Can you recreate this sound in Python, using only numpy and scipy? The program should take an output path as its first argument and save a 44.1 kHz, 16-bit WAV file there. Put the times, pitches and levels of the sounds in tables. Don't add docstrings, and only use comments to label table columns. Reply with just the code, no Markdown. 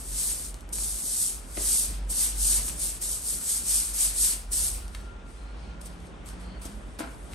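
import sys
import numpy as np
from scipy import signal
from scipy.fft import rfft, irfft, dct, next_fast_len
from scipy.io import wavfile
from scipy.ndimage import uniform_filter1d, map_coordinates

SR = 44100
rng = np.random.default_rng(int(sys.argv[2]) if len(sys.argv) > 2 else 0)


def generate_wav(sig):
    pcm = np.round(np.clip(np.atleast_2d(sig).T, -1, 1) * 32767).astype(np.int16)
    wavfile.write(sys.argv[1], SR, pcm)


def how_loud(loudness_db):
    steps = np.asarray(loudness_db, float) / 20
    return 10 ** steps


N = 323694


def unit(x):
    return x / np.sqrt(np.mean(x ** 2) + 1e-20)


def along(points, hz):
    f, v = np.transpose(points)
    return np.interp(np.log(hz + 1), np.log(f + 1), v)


def curves(rows, outside=None):
    s, *columns = np.transpose(rows)
    return [np.interp(np.arange(N) / SR, s, column, outside, outside) for column in columns]


def wobble(rate):
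    knots = rng.standard_normal(int(N * rate / SR) + 4)
    return map_coordinates(knots, [np.arange(N) * rate / SR])


def filtered(x, response):
    m = next_fast_len(N + SR // 2)
    return irfft(rfft(x, m) * response(np.fft.rfftfreq(m, 1 / SR)), m)[..., :N]


def coloured(x, spectrum):
    return unit(filtered(x, lambda hz: how_loud(along(spectrum, hz))))


def resonant(x, modes):
    def response(f):
        total = 0
        for k, (centre, width, db) in enumerate(modes):
            peak = 1j * f * width / (centre * centre - f * f + 1j * f * width)
            total = total + (-1) ** k * how_loud(db) * peak
        return total
    return filtered(x, response)


def patchy(depth_db):
    z = signal.stft(rng.standard_normal((2, N)), nperseg=512)[2]
    field = uniform_filter1d(rng.standard_normal(z.shape[1:]), size=8, axis=0)
    field = uniform_filter1d(field, size=5, axis=1)
    return signal.istft(z * how_loud(depth_db * unit(field)), nperseg=512)[1][:, :N]


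def tone(hz, db):
    return np.sqrt(2) * how_loud(db) * np.sin(2 * np.pi * np.cumsum(hz) / SR)


def strokes():
    # (peak time [s], swish level [dB], rise [s], fall [s], body level over the swish [dB])
    sweeps = [(0.11, -42.5, 0.053, 0.097, -26), (0.2, -31.5, 0.062, 0.079, -21),
              (0.282, -31.5, 0.06, 0.067, -20.5), (1.93, -47.5, 0.072, 0.037, -6.5),
              (0.451, -40, 0.48, 0.051, -16.5), (0.842, -37, 0.055, 0.21, -26),
              (1.079, -34, 0.06, 0.14, -24.5), (1.231, -29.5, 0.13, 0.1, -24),
              (1.596, -41, 0.034, 0.034, -8.5), (1.732, -26, 0.11, 0.12, -20.5),
              (1.792, -30, 0.043, 0.057, -37), (2.224, -26, 0.057, 0.072, -19),
              (2.466, -26.5, 0.065, 0.13, -24.5), (2.563, -27.5, 0.13, 0.037, -16.5),
              (2.686, -34, 0.056, 0.049, -20), (2.843, -30.5, 0.057, 0.089, -19),
              (3.144, -33, 0.075, 0.049, -25.5), (3.319, -31, 0.079, 0.072, -21.5),
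              (3.529, -29, 0.089, 0.084, -19.5), (3.709, -26, 0.047, 0.16, -20.5),
              (4.03, -26, 0.055, 0.078, -18.5), (4.21, -26, 0.047, 0.11, -22.5),
              (4.279, -26, 0.057, 0.054, -19), (4.628, -29.5, 0.054, 0.097, -20.5)]
    landings = [(0.001, -48, 0.025, 0.019, -29), (0.541, -58, 0.002, 0.092, -24),
                (0.73, -35, 0.0035, 0.36, -19.5), (2.103, -33.5, 0.0069, 0.15, -20),
                (2.41, -46, 0.0087, 0.046, -24), (3.013, -46.5, 0.0075, 0.05, -23),
                (3.027, -32.5, 0.012, 0.11, -19), (1.553, -48.5, 0.00613, 0.055, -13.5),
                (3.473, -40, 0.008, 0.07, -26), (3.943, -35.5, 0.006, 0.055, -22),
                (4.528, -29, 0.0094, 0.15, -22)]
    shuffles = [(4.947, -58, 0.031, 0.13, -7), (5.3, -61.5, 0.034, 0.2, -4.5),
                (5.636, -68, 0.085, 0.083, 6), (5.815, -48.5, 0.0043, 0.008, -14),
                (5.83, -58, 0.01, 0.03, -8), (5.867, -46.5, 0.015, 0.012, -11),
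                (5.885, -57.5, 0.02, 0.062, -4), (6.068, -64.5, 0.1232, 0.032, -3),
                (6.17, -72, 0.091, 0.1, -1), (6.268, -51.5, 0.0099, 0.079, -8.5),
                (6.405, -59, 0.014, 0.08, -4), (6.619, -48.5, 0.0039, 0.067, -7.5),
                (6.657, -42, 0.0056, 0.011, -12), (6.677, -58.5, 0.081, 0.17, -10),
                (6.933, -63, 0.1, 0.058, -7), (6.991, -44, 0.0025, 0.032, -6.5),
                (7.046, -59, 0.019, 0.72, -10), (7.333, -53.5, 0.026, 0.022, -3.5)]
    swing_db = 21
    roundness = 1.24
    body_swing, body_lingers = 0.89, 1.52
    t, swish, body = np.arange(0, N, 32) / SR, 0, 0
    for s, db, rise, fall, body_db in sweeps + landings + shuffles:
        def drop(slower):
            distance = (t - s) / np.where(t < s, rise, slower * fall)
            return swing_db * (np.hypot(distance, roundness) - roundness)
        swish = swish + how_loud(db - drop(0.94)) ** 2
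        body = body + how_loud(db + body_db - body_swing * drop(body_lingers)) ** 2
    return [np.interp(np.arange(N) / SR, t, np.sqrt(power)) for power in (swish, body)]


def slips(rate, spread_db, life):
    strength = how_loud(spread_db * np.minimum(rng.exponential(size=N), 3.5))
    starts = (rng.random(N) < rate / SR) * strength
    return unit(signal.lfilter([1], [1, -np.exp(-1 / (life * SR))], starts))


def broom():
    # (frequency [Hz], level [dB per Hz])
    swish_spectrum = [(1500, -45.5), (3000, -21.5), (4500, -13.5), (6500, -9), (8000, -2.5), (8700, -1.5),
                      (10200, 1.5), (11200, -5), (12200, -13.5), (13200, -17.5), (14200, -17), (15500, -20),
                      (16000, -47)]
    # (frequency [Hz], level [dB per Hz])
    body_spectrum = [(500, -11), (1000, -8), (1500, -7.5), (2500, -4.5), (3500, -5), (5000, -3.5),
                     (8000, -22.5)]
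    swish, body = strokes()
    tips = patchy(depth_db=1.0) * (2.5 + 0.47 * slips(rate=1100, spread_db=-1.0, life=0.00068))
    scrape = patchy(depth_db=1.0) * (4.5 + 0.59 * slips(rate=150, spread_db=2.0, life=0.0017))
    flutter_db = 0.25 * wobble(rate=34) + 0.56 * wobble(rate=28)
    hiss = swish * how_loud(flutter_db + 4.0) * coloured(tips, swish_spectrum)
    return hiss + body * how_loud(flutter_db + 3.5) * coloured(scrape, body_spectrum)


def snaps():
    # (time [s], peak level [dB], bright part over the peak [dB])
    stalk_snaps = [(0.079, -54, -2), (0.1176, -39, -4), (0.1351, -41, -6), (0.4506, -42, -3),
                   (0.5434, -37.5, 4.5), (0.5896, -47, -4), (0.6084, -44.5, 4.5), (0.6913, -49, 9),
                   (0.7563, -30, -2), (0.7855, -29, 1), (0.9143, -46, -4), (1.4501, -43, -8),
                   (1.551, -43, -9), (1.5715, -27, -14), (1.573, -24, -12), (1.5735, -27.5, -13),
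                   (1.5745, -29, -13.5), (1.641, -32, -14), (1.6864, -27, -10), (1.9395, -37, -14),
                   (1.761, -41, 6), (2.1268, -41.5, 12), (2.683, -24, -7), (2.6966, -23, -15),
                   (2.799, -44, -9), (3.0235, -34, -3), (3.413, -32, -9), (3.984, -38, 3),
                   (4.6187, -35, -3), (4.881, -37, -1.5), (4.9486, -21.5, -19), (4.9504, -28, -9),
                   (4.952, -36, -6), (5.8145, -47, 2), (5.8155, -48, 4), (5.8605, -45, 3),
                   (5.874, -52, 3.5), (6.0039, -49, 0), (6.0689, -47, -1), (6.26, -47, 1),
                   (6.289, -33.5, -4), (6.62, -48, 3), (6.654, -36, 2), (6.9887, -38, -3),
                   (6.9996, -30, -2), (7.3344, -29.5, -13)]
    t60 = 0.014
    bright, stalk = np.zeros((2, N + SR)), np.zeros((2, N + SR))
    t = np.arange(SR // 50) / SR
    for s, db, bright_db in stalk_snaps:
        puff = 0.45 * rng.standard_normal((2, 2, len(t))) * how_loud(-60 * t / t60)
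        puff[:, 0, 0] += 6.0
        place = slice(round(s * SR), round(s * SR) + len(t))
        stalk[:, place] += how_loud(db + 0.5) * puff[0]
        bright[:, place] += how_loud(db + bright_db + 8.5) * puff[1]
    edge_curve = [(3000, -12.0), (5500, -9.0), (9000, -1.0), (12000, -11), (15000, -24)]  # (Hz, dB)
    edge = filtered(bright[:, :N], lambda hz: how_loud(along(edge_curve, hz)))
    return edge + resonant(stalk[:, :N], [(1100, 900, -5), (2280, 1600, 2), (4350, 2200, -5)])


def knocks():
    # (time [s], peak level [dB], bright part [dB], ring frequency [Hz])
    blows = [(1.573, -48, -16, 232), (1.5735, -32.5, -23, 606), (1.576, -29, -25, 380),
             (1.596, -39, -27, 400), (1.606, -43, -22, 420), (6.655, -33, -28, 294),
             (6.991, -35.5, -4.5, 248), (7.001, -31, -14, 306.5), (7.005, -29.5, -6, 310),
             (7.011, -38.5, -0.5, 520), (7.018, -38.5, -2, 330), (7.029, -44, 1, 450),
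             (7.039, -33.5, -8.5, 255), (7.047, -44, 1, 330), (7.062, -44, -11, 300), (7.074, -46, 1, 418),
             (7.084, -47, -9, 420), (7.147, -43, -15, 270)]
    # (centre [Hz], width [Hz], level [dB])
    floor_modes = [(223, 120, 5.5), (304, 190, 4.5), (447, 140, 3.5), (700, 180, 2.5)]
    # (centre [Hz], width [Hz], level [dB])
    sole_modes = [(860, 210, -2.5), (1380, 220, 3), (2300, 1000, -7.5)]
    thump, clack, ring = np.zeros((2, N + SR)), np.zeros((2, N + SR)), np.zeros(N + SR)
    t = np.arange(SR // 10) / SR
    for s, db, bright_db, hz in blows:
        blow = rng.standard_normal((2, 2, len(t))) * how_loud(-60 * t / 0.031)
        place = slice(round(s * SR), round(s * SR) + len(t))
        thump[:, place] += how_loud(db + 11.5) * blow[0]
        clack[:, place] += how_loud(db + bright_db + 18.0) * blow[1]
        ring[place] += how_loud(db + 0.5 - 60 * t / 0.042) * np.sin(2 * np.pi * hz * t)
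    return resonant(thump[:, :N], floor_modes) + resonant(clack[:, :N], sole_modes) + ring[:N]


def squeaks():
    # (start [s], end [s], rms level [dB], first frequency [Hz], last frequency [Hz], width [Hz],
    #  lower resonance [Hz])
    twists = [
        (5.361, 5.75, -66, 4160, 4300, 200, 2450),
        (6.425, 6.6, -62, 4260, 4420, 300, 3070),
    ]
    low_width, low_db, fade_s = 220, -3, 0.02
    out = np.zeros((2, N))
    for start, end, db, first_hz, last_hz, width, low_hz in twists:
        rub = rng.standard_normal((2, SR // 2))[:, :round((end - start) * SR)]
        t = np.arange(rub.shape[1]) / SR

        def band(hz, wide):
            limits = [hz - wide / 2, hz + wide / 2]
            return unit(signal.sosfilt(signal.butter(2, limits, "band", fs=SR, output="sos"), rub))
        turn = t / t[-1] * np.pi / 2
        gate = np.clip(np.minimum(t, t[-1] - t) / fade_s, 0, 1)
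        upper = np.cos(turn) * band(first_hz, width) + np.sin(turn) * band(last_hz, width)
        lower = how_loud(low_db) * band(low_hz, low_width)
        out[:, round(start * SR):][:, :len(t)] += how_loud(db) * gate * (upper + lower)
    return out


def room(x):
    # (frequency [Hz], time to fall by 60 dB [s])
    decay = [(200, 0.4), (2000, 0.53), (8000, 0.3), (14000, 0.13)]
    hz, t, z = signal.stft(rng.standard_normal((2, SR // 2)), SR, nperseg=256)
    fading = z * how_loud(-60 * t / along(decay, hz)[:, None])
    tail = signal.istft(fading, SR, nperseg=256)[1]
    late = np.pad(x, ((0, 0), (120, 0)))
    return signal.fftconvolve(late, tail / np.linalg.norm(tail[0]), axes=1)[:, :N]


def drones():
    # (time [s], frequency [Hz], rms level [dB])
    slowing = [(0.0, 47.3, -50), (0.05, 47.3, -41), (0.13, 47.17, -34), (0.3, 46.89, -46),
               (0.52, 46.52, -37), (0.61, 47.36, -44), (0.8, 49.13, -36.5), (1.28, 45.56, -54.5),
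               (1.5, 48.72, -42.0), (2.09, 47.25, -30.5), (2.26, 47.19, -43.0), (2.41, 48.59, -28.5),
               (2.88, 45.97, -45.0), (3.07, 46.25, -39), (3.2, 46.35, -56), (3.35, 46.47, -44),
               (3.5, 46.37, -52), (4.01, 45.68, -39.5), (4.5, 43.97, -39.0), (5.0, 42.82, -44.5),
               (5.4, 40.8, -48.5), (6.2, 39.79, -59.0), (6.3, 40.5, -51.0)]
    steady = [(0.01, 53.2, -47.5), (0.92, 55.99, -58.0), (1.8, 50.13, -42.0), (2.41, 50.86, -45.5),
              (3.29, 50.59, -54.0), (3.72, 51.62, -40.0), (4.23, 52.06, -48.0), (4.79, 51.53, -37.0),
              (5.3, 53.12, -47.5), (5.51, 51.47, -37.0), (5.9, 54.01, -48.0), (6.6, 51.1, -39.0),
              (6.8, 51.27, -49.5), (7.3, 51.99, -41.0)]
    distant = [(0.05, 44.98, -54.0), (0.6, 40.17, -49.0), (1.1, 42.12, -51.0), (1.49, 39.38, -50.5),
               (1.93, 42.29, -52.5), (2.32, 42.42, -62.0)]
    revving = [(4.2, 61.1, -63), (4.45, 65.8, -50.5), (4.701, 71.3, -46), (5.0, 84.2, -49.5),
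               (5.2, 88.8, -67)]
    engine = [(5.5, 165.5, -73), (5.7, 169.5, -56), (5.99, 174.3, -49.5), (6.15, 178.8, -56),
              (6.3, 181, -52.5), (6.48, 182.3, -46.5), (6.6, 188.6, -53), (6.77, 213, -50), (6.9, 202, -79)]
    engine_hz, engine_db = curves(engine)
    fade = np.interp(np.arange(N) / SR, [5.3, 5.5, 6.9, 7.1], [0, 1, 1, 0])
    boom = sum(tone(*curves(vehicle)) for vehicle in (slowing, steady, distant, revving))
    return boom + fade * tone(engine_hz + 1.46 * wobble(rate=30), engine_db + 1.3 * wobble(rate=12))


def street():
    # (time [s], rms level [dB])
    murmur_level = [(0.0, -51), (0.4, -51), (0.75, -51), (1.2, -51.5), (1.75, -50), (2.15, -50.5),
                    (2.5, -50), (3.3, -51.5), (3.9, -52.5), (4.7, -50.5), (5.2, -50), (5.5, -49.5),
                    (5.8, -50), (6.1, -49.5), (6.35, -48.5), (6.6, -49), (6.85, -50), (7.2, -50),
                    (7.34, -46.5)]
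    # (frequency [Hz], level [dB per Hz])
    traffic = [(15, -58), (25, -15.5), (42, -9.5), (62, -6), (82, -19), (193, -20), (229, -20.5),
               (414, -25.5), (585, -27), (1110, -31.5), (1380, -31), (1610, -34.5), (3620, -42.5),
               (4300, -53), (9000, -56), (11700, -93), (19800, -120)]
    # (time [s], rms level [dB])
    whine_level = [(3.0, -72), (3.37, -61), (3.7, -63), (4.57, -62), (4.8, -61), (5.04, -58), (5.1, -48.5),
                   (5.16, -55), (5.2, -63), (5.29, -56), (5.38, -65), (5.49, -53), (5.58, -69), (5.7, -58),
                   (6.0, -68)]
    # (frequency [Hz], level [dB per Hz])
    port_hiss = [(5000, -0.5), (8000, 1), (10200, 1.5), (10900, 5), (11500, -30), (13000, -47)]
    surge_db = 0.7 * wobble(rate=5)
    murmur = how_loud(curves(murmur_level)[0] + 6.5 + surge_db) * coloured(patchy(depth_db=1.15), traffic)
    whine_db = curves(whine_level, outside=-120)[0] - 2.5
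    whine = np.array([tone(1394.0 + 10.0 * wobble(rate=45), whine_db + 1.3 * wobble(rate=29))
                      for take in range(2)])
    return murmur + whine + how_loud(-67.0) * coloured(rng.standard_normal((2, N)), port_hiss)


def ports(pair):
    # (frequency [Hz], likeness [0-1])
    alike = [(60, 0.89), (170, 0.87), (600, 0.3), (1900, 0.043), (3000, 0.22), (4400, 0.58), (5100, 0.4),
             (6300, 0.93), (7100, 0.18), (8600, 1), (12600, 0.87), (13200, 0.55), (14400, .5), (15000, 0.5)]
    # (frequency [Hz], left over right [dB])
    lean = [(100, -2.5), (600, 0), (2000, 1), (3100, 4), (4400, 2.5), (5100, 5), (6000, 5.5), (7050, 2),
            (7700, 3), (8600, 0), (16000, 0)]
    # (frequency [Hz], right leads by [radians])
    lead = [(100, .05), (2000, 0), (4400, -.2), (5100, -.6), (6500, -.05), (7500, -1.1), (8600, 0),
            (10200, np.pi), (11750, 2 * np.pi), (12800, 2 * np.pi), (13400, 3 * np.pi), (14300, 3 * np.pi),
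            (14900, 4 * np.pi)]

    def split(hz):
        angle = np.arccos(np.clip(along(alike, hz), 0, 1)) / 2
        return np.array([np.cos(angle), np.sin(angle)])
    shared, own = filtered(pair, split)
    side = np.array([[1], [-1]])

    def port_response(hz):
        return how_loud(side * along(lean, hz) / 2) * np.exp(-0.5j * side * along(lead, hz))
    return filtered(shared + side * own, port_response)


def scene():
    hits = snaps() + knocks()
    near = broom() + squeaks() + hits + how_loud(-6.0) * room(hits)
    return ports(near + street()) + drones() * how_loud([[-0.25], [0.25]])


def thinned(x):
    # (frequency [Hz], level [dB])
    hearing = [(9000, -110), (9900, -94), (11000, -90.5), (12400, -92), (13100, -92), (14200, -87),
               (14800, -99), (15700, -100), (15900, -50)]
    # (frequency [Hz], level under it [dB])
    masking = [(1200, -50), (1800, -30), (2600, -26.5), (3500, -26), (5000, -27), (6000, -27), (7000, -30),
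               (9000, -45), (12000, -33), (12400, -25), (12750, -17), (13050, -14), (13600, -18),
               (14200, -20), (14700, -30), (15600, -33), (15900, -20)]
    # (frequency [Hz], level under it [dB])
    shadow = [(2000, -30), (3600, -7), (4600, -9), (5200, -15), (6400, -12), (8000, -14), (9700, -16),
              (10200, -3), (10600, -18), (11900, -12), (13000, -16), (14500, -16), (15000, 6)]
    hop, lead, scale = 1024, 1024 + 52, 41
    t = np.arange(N // hop + 2)
    hz = (np.arange(hop) + 0.5) * SR / (2 * hop)
    window = np.sin(np.pi * (np.arange(2 * hop) + 0.5) / (2 * hop))
    pair = np.pad([x[0] + x[1], x[0] - x[1]], ((0, 0), (lead, 3 * hop))) / 2
    a, b, c, d = np.split(pair[:, hop * t[:, None] + np.arange(2 * hop)] * window, 4, axis=2)
    folded = np.concatenate([-c[..., ::-1] - d, a - b[..., ::-1]], axis=2)
    z = dct(folded, type=4, norm="ortho").transpose(0, 2, 1) / scale
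    edges = np.unique(np.geomspace(20, len(hz), num=85).astype(int))[:-1]
    band = np.maximum(np.searchsorted(edges, np.arange(len(hz)), side="right") - 1, 0)
    power = np.add.reduceat(abs(z) ** 2, edges, axis=1) / np.bincount(band)[:, None]
    level = 10 * np.log10(power + 1e-20)
    loudest = level[:, len(edges) // 2:].max(axis=(0, 1))

    def per_band(points):
        return along(points, hz[edges])[:, None]
    limit = np.maximum(per_band(masking) + loudest, per_band(shadow) + level[::-1])
    limit = limit + 4.5 * uniform_filter1d(rng.standard_normal(limit.shape), size=3)
    limit = limit + 1.8 * per_band([(11000, 0.061), (13000, 0.86)]) * rng.standard_normal(len(t))
    limit = limit - 15.0 * (np.diff(loudest, append=-200) > 7)
    limit = limit - 15.0 * (np.diff(loudest, prepend=0) > 7)
    limit = np.maximum(limit, per_band(hearing) + 2.8 * rng.standard_normal(limit.shape))
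    keep = (level > limit)[:, band] & (abs(z) > how_loud(limit - 2.5)[:, band])
    keep[:, hz < 1000] = True
    u, v = np.split(dct((z * keep).transpose(0, 2, 1), type=4, norm="ortho") * scale, 2, axis=2)
    frames = np.concatenate([v, -v[..., ::-1], -u[..., ::-1], -u], axis=2) * window
    joined = frames[:, 1:, :hop] + frames[:, :-1, hop:]
    mid, side = joined.reshape(2, -1)[:, lead - hop:][:, :N]
    return np.array([mid + side, mid - side])


def roll_off(x):
    return signal.sosfilt(signal.butter(12, 16620, fs=SR, output="sos"), x)


def record(dry):
    bass_cut = [(25, -28), (33, -26), (40, -0.5)]  # (Hz, dB)
    heard = filtered(dry, lambda hz: how_loud(along(bass_cut, hz)))
    mix = thinned(heard)
    return roll_off(mix)


dry = scene()
out = record(dry)
generate_wav(out)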